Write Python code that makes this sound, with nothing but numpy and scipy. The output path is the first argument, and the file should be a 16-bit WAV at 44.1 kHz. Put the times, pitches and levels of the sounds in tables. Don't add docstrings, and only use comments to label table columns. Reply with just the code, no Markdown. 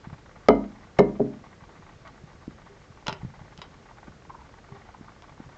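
import sys
import numpy as np
from scipy import signal
from scipy.fft import rfft, irfft, next_fast_len
from scipy.io import wavfile

SR = 44100
rng = np.random.default_rng(int(sys.argv[2]) if len(sys.argv) > 2 else 0)


def put_to_file(sound):
    columns = np.atleast_2d(sound).T
    safe = np.clip(columns, -1, 1)
    whole_steps = np.round(safe * 32767)
    wavfile.write(sys.argv[1], SR, whole_steps.astype(np.int16))


N = 245637
TIME = np.arange(N) / SR


def from_db(db):
    return 10 ** (np.asarray(db) / 20)


def rms_one(x):
    return x / np.sqrt(np.mean(x ** 2) + 1e-20)


def at_hz(points, hz):
    points = np.array(points)
    return np.interp(np.log(hz + 1e-9), np.log(points[:, 0]), points[:, 1])


def add(out, start_s, sound):
    start = int(round(start_s * SR))
    out[start:start + len(sound)] += sound[:N - start]


def ring(hz, t60_s):
    t = TIME[:int(2 * t60_s * SR)]
    return np.sin(2 * np.pi * hz * t) * 1000 ** (-t / t60_s)


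def thud(hz, cycles):
    age = TIME[:SR // 8] * hz / cycles
    envelope = age * np.exp(1 - age)
    return envelope * np.sin(2 * np.pi * cycles * age)


def swell(length_s):
    return np.sqrt(signal.windows.hann(int(length_s * SR)))


def resonate(x, hz, width_hz):
    radius = np.exp(-np.pi * width_hz / SR)
    zeros = np.array([1, 0, -1]) * (1 - radius * radius) / 2
    poles = [1, -2 * radius * np.cos(2 * np.pi * hz / SR), radius * radius]
    return signal.lfilter(zeros, poles, x)


def noise(spectrum):
    size = next_fast_len(N)
    hz = np.fft.rfftfreq(size, 1 / SR)
    coloured = rfft(rng.standard_normal(size)) * from_db(at_hz(spectrum, hz))
    return rms_one(irfft(coloured, size)[:N])


def drift(per_s):
    return np.interp(TIME * per_s, np.arange(N), rng.standard_normal(N))


def now_and_then(per_s):
    times = np.cumsum(rng.gamma(3, size=300)) / (3 * per_s)
    return times[times < N / SR]


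# pitch_hz, t60_s
ROOM_DECAY = [(100, 0.7), (300, 0.33), (1000, 0.32), (3000, 0.18), (8000, 0.047)]


def kitchen(x, wet_db, gap_s, dull_hz):
    t, tail = TIME[:SR], 0
    edges = np.geomspace(60, 9000, 11)
    for low, high in zip(edges, edges[1:]):
        hz = np.sqrt(low * high)
        band_filter = signal.butter(2, [low, high], "band", fs=SR, output="sos")
        band = signal.sosfilt(band_filter, rng.standard_normal(SR))
        decay = 1000 ** (-t / at_hz(ROOM_DECAY, hz))
        tail = tail + band * decay / np.linalg.norm(decay) / np.hypot(1, hz / dull_hz)
    tail = tail * np.minimum(t / gap_s, 1)
    return x + from_db(wet_db) * signal.fftconvolve(x, tail)[:N]


# pitch_hz, relative level_db (per Hz)
HISS_COLOUR = [(10, -28), (30, 3), (60, 4.5), (140, 3.5), (260, -3.5), (480, -4.5), (900, -14),
               (1400, -12.5), (1900, -15), (2600, -19.5), (3500, -21.5), (7300, -24.5), (7900, -29),
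               (8400, -33.5)]


def hiss(level_db):
    return from_db(level_db) * noise(HISS_COLOUR)


# pitch_hz, relative level_db (per Hz)
RUSTLE_COLOUR = [(300, -49), (550, -5.5), (890, 4), (1010, -4), (1150, 4.5), (1290, -7.5), (1550, -2.5),
                 (1680, -12), (1900, -5), (2250, -9.5), (2600, -20), (4000, -22.5), (8000, -66.5)]
# time_s, level_db
SPURT_STRENGTH = [(0.15, -47.5), (0.75, -55), (2.0, -50.5), (2.85, -55), (3.4, -49), (3.8, -58.5),
                  (4.15, -46), (4.5, -51.5), (5.0, -52.5), (5.57, -49.5)]
SPURTS_PER_S, SPURT_S, SPURT_SPREAD_DB = 18, 0.012, 0.8


def rustle(idle_db, flutter_db, flutter_per_s, grain_db, attack_s):
    gain = from_db(idle_db + flutter_db * np.tanh(drift(flutter_per_s)))
    t = TIME[:SR // 8]
    for start_s in now_and_then(SPURTS_PER_S):
        typical_db = np.interp(start_s, *np.transpose(SPURT_STRENGTH))
        level_db = typical_db + SPURT_SPREAD_DB * rng.standard_normal()
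        length_s = SPURT_S * 2 ** rng.uniform(-1.02, 1)
        spurt = np.minimum(t / attack_s, 1) * np.exp(-(t / length_s) ** 2)
        add(gain, start_s, from_db(level_db) * spurt)
    grain = from_db(grain_db * drift(500))
    return gain * grain * noise(RUSTLE_COLOUR)


# start_s, level_db, pitch_hz
SOFT_THUDS = [(0.071, -29, 167), (0.127, -30, 137), (2.238, -34.5, 141), (2.4786, -24, 240),
              (3.083, -24.5, 172), (3.123, -30.5, 179), (3.2313, -27, 148), (3.248, -23, 154),
              (3.413, -33, 153), (3.586, -37.5, 160), (4.080, -32, 204), (4.721, -32.5, 140),
              (5.01, -32.5, 224), (5.401, -29.5, 230)]
# start_s, level_db, length_s
PLATE_LEANS = [(2.677, -49, 0.071), (4.691, -48, 0.093)]
PLATE_HUM_HZ = 399.3
SETTLE_S, SETTLE_DB, SETTLE_PITCH = 0.0118, -12.5, 0.63
FIDGETS_PER_S, FIDGET_DB, FIDGET_HZ = 3, -42, 150


def hands():
    out = np.zeros(N)
    fidgets = []
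    for start_s in now_and_then(FIDGETS_PER_S):
        level_db = FIDGET_DB + 2 * rng.standard_normal()
        fidgets.append((start_s, level_db, FIDGET_HZ * 2 ** rng.uniform(-0.51, 0.45)))
    for start_s, level_db, hz in SOFT_THUDS + fidgets:
        add(out, start_s, from_db(level_db) * thud(hz, cycles=0.41))
        settling = thud(hz * SETTLE_PITCH, cycles=0.42)
        add(out, start_s + SETTLE_S, from_db(level_db + SETTLE_DB) * settling)
    for start_s, level_db, length_s in PLATE_LEANS:
        shape = swell(length_s)
        hum = np.sin(2 * np.pi * PLATE_HUM_HZ * TIME[:len(shape)])
        add(out, start_s, from_db(level_db) * shape * hum)
    return out


# start_s, level_db, length_s, pitch_hz
WET_SLIPS = [(3.909, -43, 0.0066, 960), (4.296, -38, 0.016, 925), (4.337, -43.5, 0.025, 940),
             (4.382, -51, 0.057, 950), (4.943, -43.5, .012, 910), (5.075, -46, 0.02, 1100)]


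def squelches(width_hz):
    out = np.zeros(N)
    for start_s, level_db, length_s, hz in WET_SLIPS:
        shape = swell(length_s)
        tearing = rng.standard_normal(SR // 10)
        for _ in range(2):
            tearing = resonate(tearing, hz, width_hz)
        add(out, start_s, from_db(level_db) * shape * rms_one(tearing[-len(shape):]))
    return out


# start_s, level_db, pitch_hz, t60_s
SHELL_EDGES = [(3.0814, -20, 914, 0.027), (3.6171, -38, 3840, 0.035), (3.6173, -41, 4980, 0.022)]


def shards():
    out = np.zeros(N)
    for start_s, level_db, hz, t60_s in SHELL_EDGES:
        add(out, start_s, from_db(level_db) * ring(hz, t60_s))
    return out


# pitch_hz, width_hz, relative level_db
SHELL_MODES = [(396, 33, 4.5), (650, 85, 2.5), (948, 103, 6.5), (1402, 165, 4.5), (1916, 180, 3.5),
               (2970, 610, 2.5), (4020, 350, 1.5), (5040, 620, -1), (7240, 1500, -14.5)]


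def shell(fractures, level_db, crumble_share, scatter_db, flakes_db, flakes_s, flakes_per_s):
    out, t = np.zeros(N), TIME[:SR // 10]
    middle_hz = np.median(np.array(SHELL_MODES)[:, 0])
    for start_s, fracture_db, crumble_s, tilt_db in fractures:
        spray = rng.laplace(size=len(t)) * np.exp(-t / crumble_s)
        flake_sizes = rng.standard_normal(len(t))
        flake_hits = rng.random(len(t)) < flakes_per_s / SR
        flakes = flake_sizes * flake_hits * np.exp(-t / flakes_s)
        force = crumble_share * spray / np.linalg.norm(spray) + from_db(flakes_db) * flakes
        force[0] += 1
        for m, (hz, width_hz, mode_db) in enumerate(SHELL_MODES):
            tilted_db = mode_db + tilt_db * np.log2(hz / middle_hz)
            gain_db = level_db + fracture_db + tilted_db + scatter_db * rng.standard_normal()
            add(out, start_s, (-1) ** m * from_db(gain_db) * resonate(force, hz, width_hz))
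    return out


# start_s, relative level_db, crumble_s, tilt_db (per octave)
FINGER_SNAPS = [(0.5516, -37.5, .0011, -1), (2.0759, -45.5, 0.0023, 5.5), (3.063, -32, 0.002, -7),
                (3.0681, -18, 0.0014, -1.3), (3.0812, -13, .0018, -1.5), (3.0862, -20, .0036, -4),
                (3.0943, -18.5, 0.0013, -3.5), (3.1266, -21.5, 0.0031, -2.2), (3.5765, -39, 0.00088, 2.5),
                (3.591, -38, 0.0038, -5), (3.6164, -26, 0.0092, -2), (5.2220, -36, 0.0015, -2)]
RUN_ON_S, RUN_ON_LOSS_DB = .012, 18.5


def running_cracks(count):
    gaps = RUN_ON_S * rng.uniform(.5, 1.5, (len(FINGER_SNAPS), count))
    after = []
    for (start_s, snap_db, crumble_s, tilt_db), row in zip(FINGER_SNAPS, gaps):
        for k, delay_s in enumerate(np.cumsum(row)):
            level_db = snap_db - RUN_ON_LOSS_DB * np.sqrt(k + 1)
            after.append((start_s + delay_s, level_db, crumble_s, tilt_db))
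    return FINGER_SNAPS + after


def snaps():
    return shell(running_cracks(count=3), level_db=14, crumble_share=1.1, scatter_db=.4,
                 flakes_db=-23, flakes_s=.011, flakes_per_s=2000)


# start_s, relative level_db, crumble_s, tilt_db (per octave)
RIM_CRUSHES = [(0.4852, -2, .0012, -3.5), (0.4872, 0, 0.002, -8), (0.9865, -11.5, .002, -7.5),
               (0.9895, -11, 0.0054, 1), (0.9940, -14, .0015, -1)]


def crushes():
    return shell(RIM_CRUSHES, level_db=7.5, crumble_share=1.0, scatter_db=0.5,
                 flakes_db=-49.5, flakes_s=0.0071, flakes_per_s=1000)


# start_s, body_db, thud_db, thud_hz, rebound_s (delay after the blow),
# rebound_db (relative to the thud), contact_s, damp_s (time for the hand to damp it)
PLATE_BLOWS = [(0.4862, 0, -0.5, 698, 0.019, -4.5, 0.00022, 0.22),
               (0.9897, -3, -1.5, 573, 0.015, -3.5, 0.001, 0.19),
               (1.1960, -0.5, -24.5, 502, 0.00764, 9.5, 0.0031, 0.18)]
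# pitch_hz, t60_s,
# then level_db (relative to body_db) in the first knock, second knock and drop
BODY_MODES = [(48, 0.88, -31.5, -33, -52), (63.5, .6, -40, -64, -60), (109.2, 0.84, -39.5, -46.5, -40.5),
              (134.4, 0.54, -36.5, -25, -29.5), (161.6, 0.38, -31, -24.5, -33.5),
              (204, 0.71, -23.5, -24, -33), (191.6, 0.22, -20.5, -8.5, -32.5), (232, 0.39, -15.5, -17, -20),
              (252.4, 0.55, -26.5, -23, -30.5), (276, 0.57, -17, -25.5, -25), (309, 1, -31.5, -23, -33.5),
              (331, 0.6, -24, -20.5, -29.5), (400.6, 0.19, -21, -6, -18), (426.2, 0.16, -10, -8, -17.5),
              (499, 0.15, -28, -46, -43), (495.5, 0.15, -16.5, -16, -37), (606, 1, -52.5, -52, -39.5),
              (609, 0.27, -17, -17.5, -41.5), (614, 0.067, -8.5, -47, -17.5), (671, 0.24, -17.5, -33, -39),
              (750, 0.029, -26, -19, -38), (785, 0.048, -17, -15.5, -27), (850, 0.16, -29, -40, -53),
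              (952.6, 0.22, -23.5, -23.5, -45.5), (1062, 0.1, -25, -23.5, -45.5),
              (1168, 0.06, -20, -19, -71), (1248, 0.037, -6, -14.5, -78), (1442, 0.11, -31, -40, -71)]
# pitch_hz, t60_s, level_db in first and second knock
RIM_MODES = [(1796, 0.059, -44, -25.5), (2080, 0.3, -33.5, -39.5), (2134, 0.047, -20.5, -19),
             (3015, 0.19, -39, -49.5), (4070, 0.16, -45.5, -47.5), (5200, 0.15, -58, -51.5)]


def plate(rim_lead_s):
    out, t = np.zeros(N), TIME[:2 * SR]
    for k, blow in enumerate(PLATE_BLOWS):
        start_s, body_db, thud_db, thud_hz, rebound_s, rebound_db, contact_s, damp_s = blow
        onset = 1 - np.exp(-(t / contact_s) ** 2)
        grip = onset * np.exp(-(t / damp_s) ** 2)
        for m, (hz, t60_s, *level_db) in enumerate(BODY_MODES):
            mode = (-1) ** m * from_db(body_db + level_db[k]) * ring(hz, t60_s)[:len(t)]
            add(out, start_s, mode * grip[:len(mode)])
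        bump = from_db(thud_db) * thud(thud_hz, cycles=0.48)
        add(out, start_s, bump)
        add(out, start_s + rebound_s, from_db(rebound_db) * bump)
    for hz, t60_s, *levels_db in RIM_MODES:
        for blow, level_db in zip(PLATE_BLOWS, levels_db):
            add(out, blow[0] - rim_lead_s, from_db(level_db) * ring(hz, t60_s))
    return out


def scene():
    blows = crushes() + plate(rim_lead_s=0.000904)
    breaking = snaps() + shards()
    knocks = kitchen(blows, wet_db=-8.0, gap_s=0.003, dull_hz=1550)
    cracks = kitchen(breaking, wet_db=-6.0, gap_s=0.0021, dull_hz=4940)
    handling = kitchen(hands() + squelches(width_hz=270), wet_db=-10.0, gap_s=0.0032, dull_hz=2990)
    whisper = rustle(idle_db=-64, flutter_db=9, flutter_per_s=50, grain_db=1.5, attack_s=.0015)
    floor = hiss(level_db=-52) + whisper
    return (knocks + cracks + handling + floor)[None]


CUTOFF_HZ, TOP_HZ, CLIP_LEVEL = 8425, 15800, 0.77


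def record(dry):
    mellow = signal.sosfilt(signal.butter(6, 7900, fs=SR, output="sos"), dry)
    narrow = signal.sosfilt(signal.ellip(10, .1, 70, CUTOFF_HZ, fs=SR, output="sos"), mellow)
    clipped = np.clip(narrow, -CLIP_LEVEL, CLIP_LEVEL)
    softened = signal.sosfilt(signal.butter(3, 8200, fs=SR, output="sos"), clipped)
    return signal.sosfilt(signal.ellip(10, .1, 70, TOP_HZ, fs=SR, output="sos"), softened)


dry = scene()
out = record(dry)
put_to_file(out)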